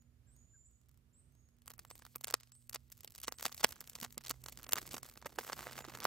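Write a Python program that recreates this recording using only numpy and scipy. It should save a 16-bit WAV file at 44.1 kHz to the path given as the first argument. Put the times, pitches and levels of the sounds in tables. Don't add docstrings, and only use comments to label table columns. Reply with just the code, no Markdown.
import sys
import numpy as np
from scipy import signal
from scipy.fft import rfft, irfft
from scipy.io import wavfile
from scipy.ndimage import uniform_filter1d, minimum_filter1d

SR = 44100
rng = np.random.default_rng(int(sys.argv[2]) if len(sys.argv) > 2 else 0)


def store_pcm(level_fs):
    pcm = np.round(np.clip(level_fs, -1, 1) * 32767).astype(np.int16)
    wavfile.write(sys.argv[1], SR, np.atleast_2d(pcm).T)


def amplitude_ratio(level_db):
    exponent = np.asarray(level_db, float) / 20
    return 10 ** exponent


N = 267246
HZ = np.arange(N // 2 + 1) * SR / N

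# frequency in Hz, level in dB per Hz.
PAPER = [(88, -37), (150, 3.5), (231, -10.5), (299, -8.5), (643, -8.5), (1140, -7), (2550, -9), (8290, -7),
         (9890, -15.5), (11800, -6), (15700, -8.5), (16600, -40)]
LEAD_US = 22.1


def on_log(table, hz):
    table_hz, value = np.transpose(table)
    return np.interp(np.log(hz + 1), np.log(table_hz + 1), value)


def band(x, lo_hz, hi_hz, order=2):
    edges_hz = [lo_hz, min(hi_hz, .45 * SR)]
    return signal.sosfilt(signal.butter(order, edges_hz, "band", fs=SR, output="sos"), x)


def split(hz, edge_hz):
    return 1 / (1 + (edge_hz / (hz + 1)) ** 4)


def unit(x):
    return x / np.sqrt(np.mean(x ** 2))


def walk(rate):
    k = int(SR / rate)
    held = np.repeat(rng.standard_normal(N // k + 1), k)
    return uniform_filter1d(uniform_filter1d(held, k), k)[:N]


def ring(table, size=256):
    hz = np.arange(size + 1) * SR / 2 / size
    cepstrum = irfft(np.log(amplitude_ratio(on_log(table, hz))))
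    cepstrum[1:size] *= 2
    cepstrum[size + 1:] = 0
    return irfft(np.exp(rfft(cepstrum)))[:size]


def yard(t60_s, damp_hz):
    t = np.arange(int(t60_s * SR)) / SR
    tail = band(rng.standard_normal((2, len(t))), 150, damp_hz, order=1) * 1000. ** (-t / t60_s)
    return tail / np.sqrt(np.sum(tail ** 2, axis=1, keepdims=True))


def air():
    # frequency in Hz, level in dB per Hz.
    air_colour = [(15, -47), (30, -17.5), (41, -5.5), (58, 2.5), (92, -1), (187, -13.5), (252, -16),
                  (510, -24.5), (634, -26.5), (831, -31.5), (1250, -30), (4130, -36.5), (15200, -37.5),
                  (16500, -80)]
    # frequency in Hz, wander in Hz, level in dB.
    hum_lines = [
        (59, 3.6, -82.5),
        (124, 3.5, -78),
        (239, 1.2, -83),
    ]
    same = rfft(rng.standard_normal(N))
    own = rfft(rng.standard_normal((2, N)))
    alike = 1 / (1 + (HZ / 350) ** 2)
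    both = np.sqrt(alike) * same + np.sqrt(1 - alike) * own
    town = amplitude_ratio(-70.5 + 2.5 * walk(4.03)) * unit(irfft(both * amplitude_ratio(on_log(air_colour, HZ)), N))
    hum = np.zeros(N)
    for hz, wander_hz, db in hum_lines:
        tone = np.sin(2 * np.pi * np.cumsum(hz + 2 * wander_hz * walk(9)) / SR)
        hum += amplitude_ratio(db) * amplitude_ratio(3.7 * walk(9)) * unit(tone)
    swell_db = 1.47 * (np.arange(N) / SR - 1.0) + 2.9 * walk(3)
    return town + hum * amplitude_ratio(swell_db)


def whistles():
    # start in seconds, length in seconds, first pitch in Hz, level in dB.
    falls = [
        (0, 0.02, 6960, -74),
        (.268, 0.04, 1650, -83),
        (.536, .03, 1640, -81),
        (4.82, .081, 7050, -81),
        (4.555, .015, 8500, -72),
        (5.785, 0.058, 7100, -64),
    ]
    chirps = [
        (.268, 0.081, 7250, -71),
        (.645, .035, 7200, -67),
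        (1.129, 0.08, 7120, -70),
        (1.873, 0.083, 7300, -65),
        (2.52, 0.062, 7600, -68),
        (3.335, .06, 7560, -67),
    ]
    arches = [
        (.35, .42, 6590, -74.5),
    ]
    rises = [
        (1.305, .24, 6270, -83),
    ]
    climb_hz_per_s, ease = 22000, .92
    calls = []
    for s, length, hz, db in chirps:
        climb_hz = climb_hz_per_s * length
        calls.append((s, length, hz, hz + climb_hz / 2, hz + ease * climb_hz, db))
    for table, mid_hz, end_hz in ((arches, 500, 169), (rises, 377, 346), (falls, -35, -150)):
        for s, length, hz, db in table:
            calls.append((s, length, hz, hz + mid_hz, hz + end_hz, db))
    return calls


def birds():
    out, quaver = np.zeros(N), 1 + .012 * walk(120)
    for s, length, start_hz, mid_hz, end_hz, db in whistles():
        u = np.linspace(0, 1, int(length * SR))
        hz = np.polyval(np.polyfit([0, .5, 1], [start_hz, mid_hz, end_hz], 2), u)
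        at = int(s * SR)
        span = slice(at, at + len(u))
        tone = np.sin(2 * np.pi * np.cumsum(hz * quaver[span]) / SR)
        out[span] += amplitude_ratio(db) * np.sin(np.pi * u) ** 0.32 * tone
    out = out * amplitude_ratio(4 * walk(30))
    echoes = signal.fftconvolve(band(out, 4000, 10000)[None], yard(0.52, 12000))[:, :N]
    side = amplitude_ratio(np.array([[-2.5], [.1]]))
    return side * (out + amplitude_ratio(-2.5) * echoes)


def heat(t):
    # time in seconds, heat in dB, dull char against sizzle in dB.
    burn = [(1.62, -77, -13), (1.71, -72, -17), (1.87, -66.5, -4.5), (1.99, -69, -7), (2.14, -68, -15),
            (2.34, -74, -10), (2.76, -73, -17), (3.42, -65.5, -6), (3.59, -58, -11), (3.71, -63, -4),
            (4.29, -68, -4), (4.53, -62.5, -0.5), (4.65, -68, -2), (4.85, -59, 1), (5.18, -65.5, -3.5),
            (5.43, -61, 1), (5.58, -58, 6), (6.06, -63, 7.5)]
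    s, heat_db, char_db = np.transpose(burn)
    return np.interp(t, s, heat_db, left=-150), np.interp(t, s, char_db)


def breaks(count=90):
    # time in seconds, crack level in dB.
    scorch = [(.022, -81), (.365, -80), (.7113, -87), (.8149, -83), (.8357, -89), (.8598, -86),
              (.8868, -82), (.8928, -77), (.914, -82), (.944, -82), (.9752, -80.5), (1.3226, -90.5),
              (1.352, -82.5), (1.4885, -80), (1.5677, -86), (1.586, -80.5)]
    # time in seconds, crack level in dB.
    ticks = [(1.62, -71), (1.6678, -69), (1.7862, -73), (1.9793, -65), (1.9924, -67), (2.2315, -65),
             (2.2371, -63), (2.2675, -84), (2.52, -63), (2.5522, -72), (2.6958, -51.5), (2.7482, -48.1),
             (2.9194, -58.7), (2.9231, -58), (2.9259, -60), (2.9718, -72.4), (2.9775, -69), (3.0076, -59.5),
             (3.0337, -62), (3.1059, -66.8), (3.1218, -63.3), (3.1807, -57), (3.2019, -60), (3.2163, -60),
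             (3.2308, -52), (3.2341, -49), (3.4358, -60), (3.4391, -56), (3.5461, -52), (3.5665, -71),
             (3.579, -51), (3.601, -62.2), (3.6828, -64), (3.8069, -52), (3.8976, -54), (4.0017, -53.5),
             (4.1254, -60), (4.422, -86), (4.4398, -54), (4.4422, -62), (4.5578, -72), (4.5745, -52.5),
             (4.6823, -71), (4.7145, -60), (4.7298, -56), (4.8449, -75), (4.867, -57.1), (5.3562, -73),
             (5.4005, -58), (5.4185, -65)]
    pricks = [(1.6598, -69), (1.6755, -68), (1.6793, -53), (1.6993, -67), (1.7036, -57), (1.7168, -61),
              (1.7378, -62.5), (1.7811, -67), (1.7923, -55), (1.7956, -57.5), (1.9033, -58.5),
              (1.9549, -62.5), (2.0519, -57.5), (2.1456, -70), (2.2109, -58.5), (2.2401, -52.5),
              (2.272, -52.5), (2.2819, -48), (2.3256, -52), (2.4085, -65.5), (2.9013, -71), (3.0469, -52),
              (3.2703, -67), (3.3271, -64), (3.4024, -61), (3.4095, -53), (3.424, -58), (3.4479, -59),
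              (3.669, -59), (3.6906, -54.5), (3.7079, -57), (3.7232, -53.5), (3.759, -61.5), (3.9135, -82),
              (3.9585, -58), (3.9732, -76), (4.4963, -61.9), (4.5237, -57), (4.6317, -57), (4.7105, -58.5),
              (4.8168, -55), (4.8765, -55), (4.9327, -51.5), (4.9525, -57), (5.0313, -53.5), (5.0632, -60),
              (5.089, -60), (5.1135, -64), (5.1386, -68), (6.0432, -46)]
    snappy = [(1.7096, -60), (1.8503, -59.5), (1.9064, -69.5), (1.9117, -55), (1.9651, -80), (1.9964, -67),
              (2.0218, -62.5), (2.0656, -59.5), (2.1545, -60), (2.2992, -60), (2.7121, -74), (3.0361, -73),
              (3.3185, -68.2), (3.518, -64), (3.8129, -56.5), (4.2611, -63), (4.4882, -57.5), (4.5968, -65),
              (4.6028, -66), (4.6144, -71), (4.7948, -61), (4.9688, -50.1), (5.054, -60), (5.072, -77),
              (5.2067, -77), (5.2639, -60), (5.268, -52), (5.2737, -70), (5.3271, -65), (5.3598, -64),
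              (5.3921, -53.5), (5.4325, -61.5), (5.439, -62), (5.468, -56), (5.5673, -60), (5.5702, -75),
              (5.5783, -58), (5.5838, -60), (5.5987, -61.5), (5.6076, -53.5), (5.6292, -55), (5.634, -62),
              (5.6404, -57.5), (5.719, -70), (5.8652, -66), (5.9047, -63.4), (5.9531, -52.5),
              (5.9738, -56.5), (5.9875, -59), (5.9951, -64)]
    cracks = [(2.4014, -60.5), (2.4335, -57.5), (2.4736, -68), (2.7281, -54), (2.7313, -49.5),
              (2.7418, -60), (3.0767, -50), (3.1411, -69), (3.1507, -53), (3.1594, -53.5), (3.1859, -56),
              (3.2383, -49), (3.2434, -60), (3.2457, -47), (3.252, -57), (3.2675, -60), (3.274, -49),
              (3.3856, -50), (3.4422, -53), (3.5255, -47.5), (3.5884, -72), (3.711, -55), (3.8751, -52.5),
              (3.9331, -57), (3.9538, -43.5), (4.0134, -45), (4.0254, -52), (4.1065, -61), (4.2149, -62.5),
              (4.2388, -56), (4.2425, -72), (4.2452, -56), (4.25, -49.5), (4.2637, -48.5), (4.27, -45),
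              (4.2825, -48), (4.5278, -56.5), (4.6447, -51.5), (4.7195, -46), (4.8012, -69), (4.8617, -58),
              (4.8911, -56), (4.9119, -48.5), (4.9145, -56), (4.9183, -53), (4.9219, -52), (5.0978, -55),
              (5.1552, -67), (5.217, -61.5), (5.7218, -56)]
    creases = [(2.2762, -52.8), (2.2889, -53), (2.3028, -45.5), (2.3687, -73), (2.7449, -44.5),
               (3.241, -50), (3.2891, -54), (3.3956, -57), (3.3978, -50.5), (3.4815, -51.5), (3.4998, -70),
               (3.5206, -53), (3.5971, -54), (3.6033, -57.5), (3.6071, -48.5), (3.6108, -47.5),
               (3.6635, -61), (3.7266, -50), (3.7721, -72), (3.7916, -69), (3.842, -59.5), (3.8521, -70.1),
               (3.9616, -54.5), (3.987, -57.9), (4.0422, -47.5), (4.0466, -43.5), (4.1448, -67),
               (4.2101, -60), (4.4617, -45.5), (4.4852, -46), (4.5893, -56.5), (4.6231, -61),
               (4.6411, -52.5), (4.7749, -44.5), (4.829, -54), (4.9093, -57), (4.9255, -54),
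               (4.9661, -49.5), (4.9815, -46), (5.0471, -58), (5.1747, -52.1), (5.3402, -74), (5.4599, -67),
               (5.5027, -67), (5.6213, -53.5), (5.731, -50), (5.7668, -54.5), (5.8973, -54.5),
               (6.0105, -55), (6.0354, -47.5)]
    pops = [(2.753, -53), (3.3132, -71.5), (3.3414, -69), (3.4844, -66), (3.4946, -60), (3.7646, -64),
            (3.8253, -72), (4.0536, -58.1), (4.0624, -61), (4.3417, -68.3), (4.6667, -55), (4.7531, -80),
            (4.7634, -53.9), (4.7676, -45), (4.7781, -46), (5.2256, -58.5), (5.248, -60), (5.2563, -65),
            (5.3017, -65.5), (5.4107, -54), (5.4476, -55), (5.4777, -55), (5.4912, -51), (5.5224, -50.5),
            (5.526, -49.5), (5.5386, -68), (5.6262, -65), (5.6553, -59), (5.658, -64), (5.6753, -69),
            (5.679, -55), (5.6954, -60), (5.7016, -64), (5.7122, -53), (5.756, -64), (5.7624, -66.3),
            (5.7798, -47), (5.7895, -48), (5.8063, -55), (5.8291, -77), (5.8503, -51), (5.8852, -54.5),
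            (5.9205, -62), (5.9286, -85), (5.9384, -56.5), (5.9505, -48), (5.9641, -70), (6.0173, -61),
            (6.0222, -53), (6.0302, -48)]
    # time in seconds, 2-8 kHz crack in dB, buckle below 2 kHz in dB against the crack, tick
    # above 8 kHz in dB against the crack, length in ms.
    bursts = [(2.1602, -53.5, 7.5, 15.5, 0.23), (2.2446, -37, -11.5, -1.5, 0.43),
              (2.3091, -51, 2.5, 9, 0.57), (2.3408, -28.5, -1.5, 2.5, 0.54), (2.3453, -53.5, 1, -3, 0.76),
              (2.7589, -40.5, -5, -14, 0.66), (3.2814, -36, 0, -3, 0.79), (3.3232, -44.5, -2, 1, 0.47),
              (3.4273, -43.5, -2, 2.5, 0.3), (3.4506, -44.5, -4.5, 1, 0.47), (3.4543, -33, -1, -5, 0.5),
              (3.458, -43.5, -5.9, -8, 0.86), (3.4631, -37.5, -1.5, 4, 0.71),
              (3.6325, -45.5, 4.5, 9.5, 0.87), (3.6416, -27.5, -2.5, 0, 0.75),
              (3.6451, -22.5, -0.3, -2, 0.48), (4.0298, -42.5, -2.5, -2, 0.77),
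              (4.0495, -46, 0.5, -11, 0.18), (4.1795, -44, -7.5, 6, 0.53), (4.2964, -45, -12, 9, 0.82),
              (4.2998, -45, -12, -8, 0.33), (4.3056, -39, -6.5, -8, 0.47), (4.3103, -38, -1.3, 2.5, 0.63),
              (4.6922, -47, 0, 1, 0.71), (4.7229, -37, -10, -1, 0.6), (4.7333, -30, -7, 6.5, 0.49),
              (4.7576, -46, 2.5, 4, 0.43), (4.7702, -50.5, 2, -9.5, 0.64), (4.7833, -43, 5, 0.5, 0.54),
              (4.7873, -48, 0, 3, 0.85), (4.9436, -41, -0.2, -5, 0.85), (5.2606, -52, 14.5, 5, 1),
              (5.3877, -41.5, 10.5, -7, 0.87), (5.499, -51, 12.5, -18, 0.78),
              (5.5314, -37.5, -1.8, -20, 0.62), (5.5921, -50.5, 5.5, 3, 0.33),
              (5.6692, -58.5, 18.5, -14, 0.63), (6.0034, -44.5, -9, -5, 0.4),
              (6.0532, -35.5, 11.5, -7, 0.21), (6.058, -58, 7, 0.5, 0.74)]
    kinds = ((ticks, (-11.5, 6.9)), (snappy, (4.4, 0.79)), (cracks, (-12, -3.5)), (pops, (3.36, -19)),
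             (pricks, (-2.1, 6.3)), (creases, (-4.2, -6.5)), (scorch, (-2.1, 9)))
    rows = np.vstack([np.hstack([table, np.tile(colour, (len(table), 1))]) for table, colour in kinds])
    scatter_db = 1.62
    rows = rows + scatter_db * rng.standard_normal(rows.shape) * np.array([0, 0, 1, 1])
    luck = rng.random((count, 2))
    tint_db = 2 * scatter_db * rng.standard_normal((count, 2))
    s = 1.65 + 4.39 * luck[:, 0] ** .6
    heat_db, char_db = heat(s)
    crack_db = heat_db - 6 + 3.5 * luck[:, 1]
    buckle_db = 2.5 + char_db + tint_db[:, 0]
    tick_db = -11 - char_db + tint_db[:, 1]
    rows = np.vstack([rows, np.array([s, crack_db, buckle_db, tick_db]).T])
    ms = np.full((len(rows), 1), .6)
    return np.vstack([bursts, np.hstack([rows, ms])]).T


def snaps(size=512, count=128):
    s, db, low_db, high_db, ms = breaks()
    t = (np.arange(size) - count) / SR
    chance = rng.standard_normal((len(s), 2 * size + 3))
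    stretch = (np.maximum(ms, .1)[:, None] / 0.54) ** 3.55
    after = np.exp(-t / (0.00041 * stretch)) + amplitude_ratio(-12.5) * np.exp(-t / (0.0026 * stretch))
    before = np.exp(t / (0.00032 * stretch)) + amplitude_ratio(-15) * np.exp(t / 0.0012)
    spikes = chance[:, 3:size + 3] * amplitude_ratio(4.2 * chance[:, size + 3:])
    hz = np.arange(size // 2 + 1) * SR / size
    tear = rfft(spikes * np.where(t < 0, before, after))
    evened = uniform_filter1d(np.abs(tear) ** 2, size=9) ** (0.32 / 2)
    tear = tear / evened * rfft(ring(PAPER), size)
    turn = 2 * np.pi * 1260 * amplitude_ratio(0.9 * chance[:, 1:2]) * t
    push = rfft(np.cos(turn + 0.59) * np.exp(-np.where(t < 0, -1.1, .4) * turn))
    tear_size = np.abs(tear[:, 3:24]).mean(axis=1, keepdims=True)
    push_size = np.abs(push[:, 3:24]).mean(axis=1, keepdims=True)
    push = amplitude_ratio(0.5) * push * tear_size / push_size
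    low, high = 1 - split(hz, 2200), split(hz, 8000)
    parts = (((tear + push) * low * split(hz, 262), db + low_db + 0.023),
             (tear * (1 - low - high), db + 0.035),
             (tear * high, db + high_db + 0.1))
    shape = 0
    for part, level_db in parts:
        energy = np.sqrt(np.sum(irfft(part) ** 2, axis=1) / 110)
        shape = shape + part * (amplitude_ratio(level_db) / energy)[:, None]
    lead = np.exp(1j * np.pi * hz * 1e-6 * (LEAD_US + 17.3 * chance[:, 2:3]))
    out = np.zeros((2, N + 2 * size))
    for port, lag in zip(out, (lead, 1 / lead)):
        np.add.at(port, (s * SR).astype(int)[:, None] + np.arange(size), irfft(shape * lag))
    return out[:, count:N + count]


def stirring(breaking):
    k = int(0.0077 * SR)
    power = uniform_filter1d(uniform_filter1d(np.mean(breaking ** 2, axis=0), k), k)
    return 0.52 * 10 * np.log10(1 + np.maximum(power, 0) / amplitude_ratio(-67.5) ** 2)


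def grains(per_s, spread_db, patchy_db):
    hit = rng.random(N) < per_s / SR * amplitude_ratio(patchy_db * walk(40))
    level_db = np.minimum(spread_db * rng.exponential(size=N), 18)
    cracks = hit * rng.standard_normal(N) * amplitude_ratio(level_db)
    return signal.fftconvolve(cracks, ring(PAPER))[:N]


def burning(stir_db):
    heat_db, char_db = heat(np.arange(N) / SR)
    heat_db = heat_db + stir_db - 6
    sizzle_db, rustle_db = heat_db - 4.5, heat_db + char_db - 7.5
    flame_db = -70.5 + 0.72 * (rustle_db + 82.0)
    cracks = grains(per_s=2100, spread_db=5.0, patchy_db=-5.5)
    frying = unit(signal.fftconvolve(rng.standard_normal(N), ring(PAPER))[:N])
    cracks = unit(cracks) + frying * amplitude_ratio(4.5 * walk(45))
    crumpling = unit(grains(per_s=1900, spread_db=10.0, patchy_db=1.0))
    rustle = unit(band(cracks + 2.9 * crumpling, 430, 4100))
    flame = unit(band(rng.standard_normal(N), 54, 350) * amplitude_ratio(5.2 * walk(8.6)))
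    char = amplitude_ratio(sizzle_db + 2.5) * unit(band(cracks, 2300, 25000)) + amplitude_ratio(rustle_db - 2.0) * rustle
    lead = np.exp(1j * np.pi * HZ * 1e-6 * LEAD_US)
    fizz = amplitude_ratio(4.5 * split(HZ, 10500))
    return irfft(rfft(char) * fizz * np.array([lead, 1 / lead]), N) + amplitude_ratio(flame_db - 8.0) * flame


def puffs(size=2048):
    # start in seconds, peak level in dB.
    thumps = [(2.336, -50), (3.28, -57.5), (3.453, -49), (3.636, -54), (3.95, -53), (4.023, -42.5),
              (4.173, -42), (4.304, -40), (4.825, -50), (4.939, -43), (5.169, -50), (5.257, -45.5),
              (5.38, -40.5), (5.879, -44.5)]
    s, db = np.transpose(thumps)
    t = np.arange(size) / SR
    hz = 257 * amplitude_ratio(1.53 * rng.standard_normal((len(s), 1)))
    rumble = unit(band(rng.standard_normal((len(s), size)), 130, 550, order=1))
    swell = (1 - np.exp(-t / 0.0011)) * 1000. 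** (-t / 0.041)
    thud = (np.sin(2 * np.pi * hz * t) + 0.37 * rumble) * swell
    out = np.zeros(N + size)
    np.add.at(out, (s * SR).astype(int)[:, None] + np.arange(size), amplitude_ratio(db)[:, None] * thud)
    return out[:N]


def scene():
    breaking = snaps()
    fire = breaking + burning(stirring(breaking)) + puffs()
    delay = int(0.0083 * SR)
    fence = amplitude_ratio(-21) * np.pad(band(fire, 130, 19000, order=1), ((0, 0), (delay, 0)))[:, :N]
    scatter = amplitude_ratio(-19) * signal.fftconvolve(fire, yard(0.025, 6000), axes=1)[:, :N]
    far = amplitude_ratio(-37.0) * signal.fftconvolve(fire, yard(0.65, 5200), axes=1)[:, :N]
    return fire + fence + scatter + far + birds() + air()


def above(edge_hz):
    return .5 + .5 * np.tanh((HZ - edge_hz) / 400)


def thin_hush(x):
    out, reach = x, int(0.011 * SR)
    for lo_hz, hi_hz in ((3000, 5500), (5500, 8500), (8500, 11500), (11500, 17000)):
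        part = irfft(rfft(x) * (above(lo_hz) - above(hi_hz)), N)
        db = 10 * np.log10(uniform_filter1d(np.mean(part ** 2, axis=0), size=128) + 1e-16)
        ahead_db = -minimum_filter1d(-db, 2 * reach, origin=-(reach // 3))
        lost = np.clip(((ahead_db - db) * amplitude_ratio(4 * walk(40)) - 18) / 4, 0, 1)
        out = out - part * (1 - amplitude_ratio(-17 * uniform_filter1d(lost, size=64)))
    return out


def band_limit(x):
    return signal.sosfilt(signal.butter(12, 17000, fs=SR, output="sos"), x)


def record(dry):
    # frequency in Hz, left minus right in dB.
    port_db = [(40, -6), (150, -11.5), (300, -4.5), (3000, -4.5), (15000, 1)]
    tilt = amplitude_ratio(on_log(port_db, HZ) / 2)
    ports = irfft(rfft(dry) * np.array([tilt, 1 / tilt]), N)
    mix = thin_hush(ports)
    return band_limit(mix)


dry = scene()
out = record(dry)
store_pcm(out)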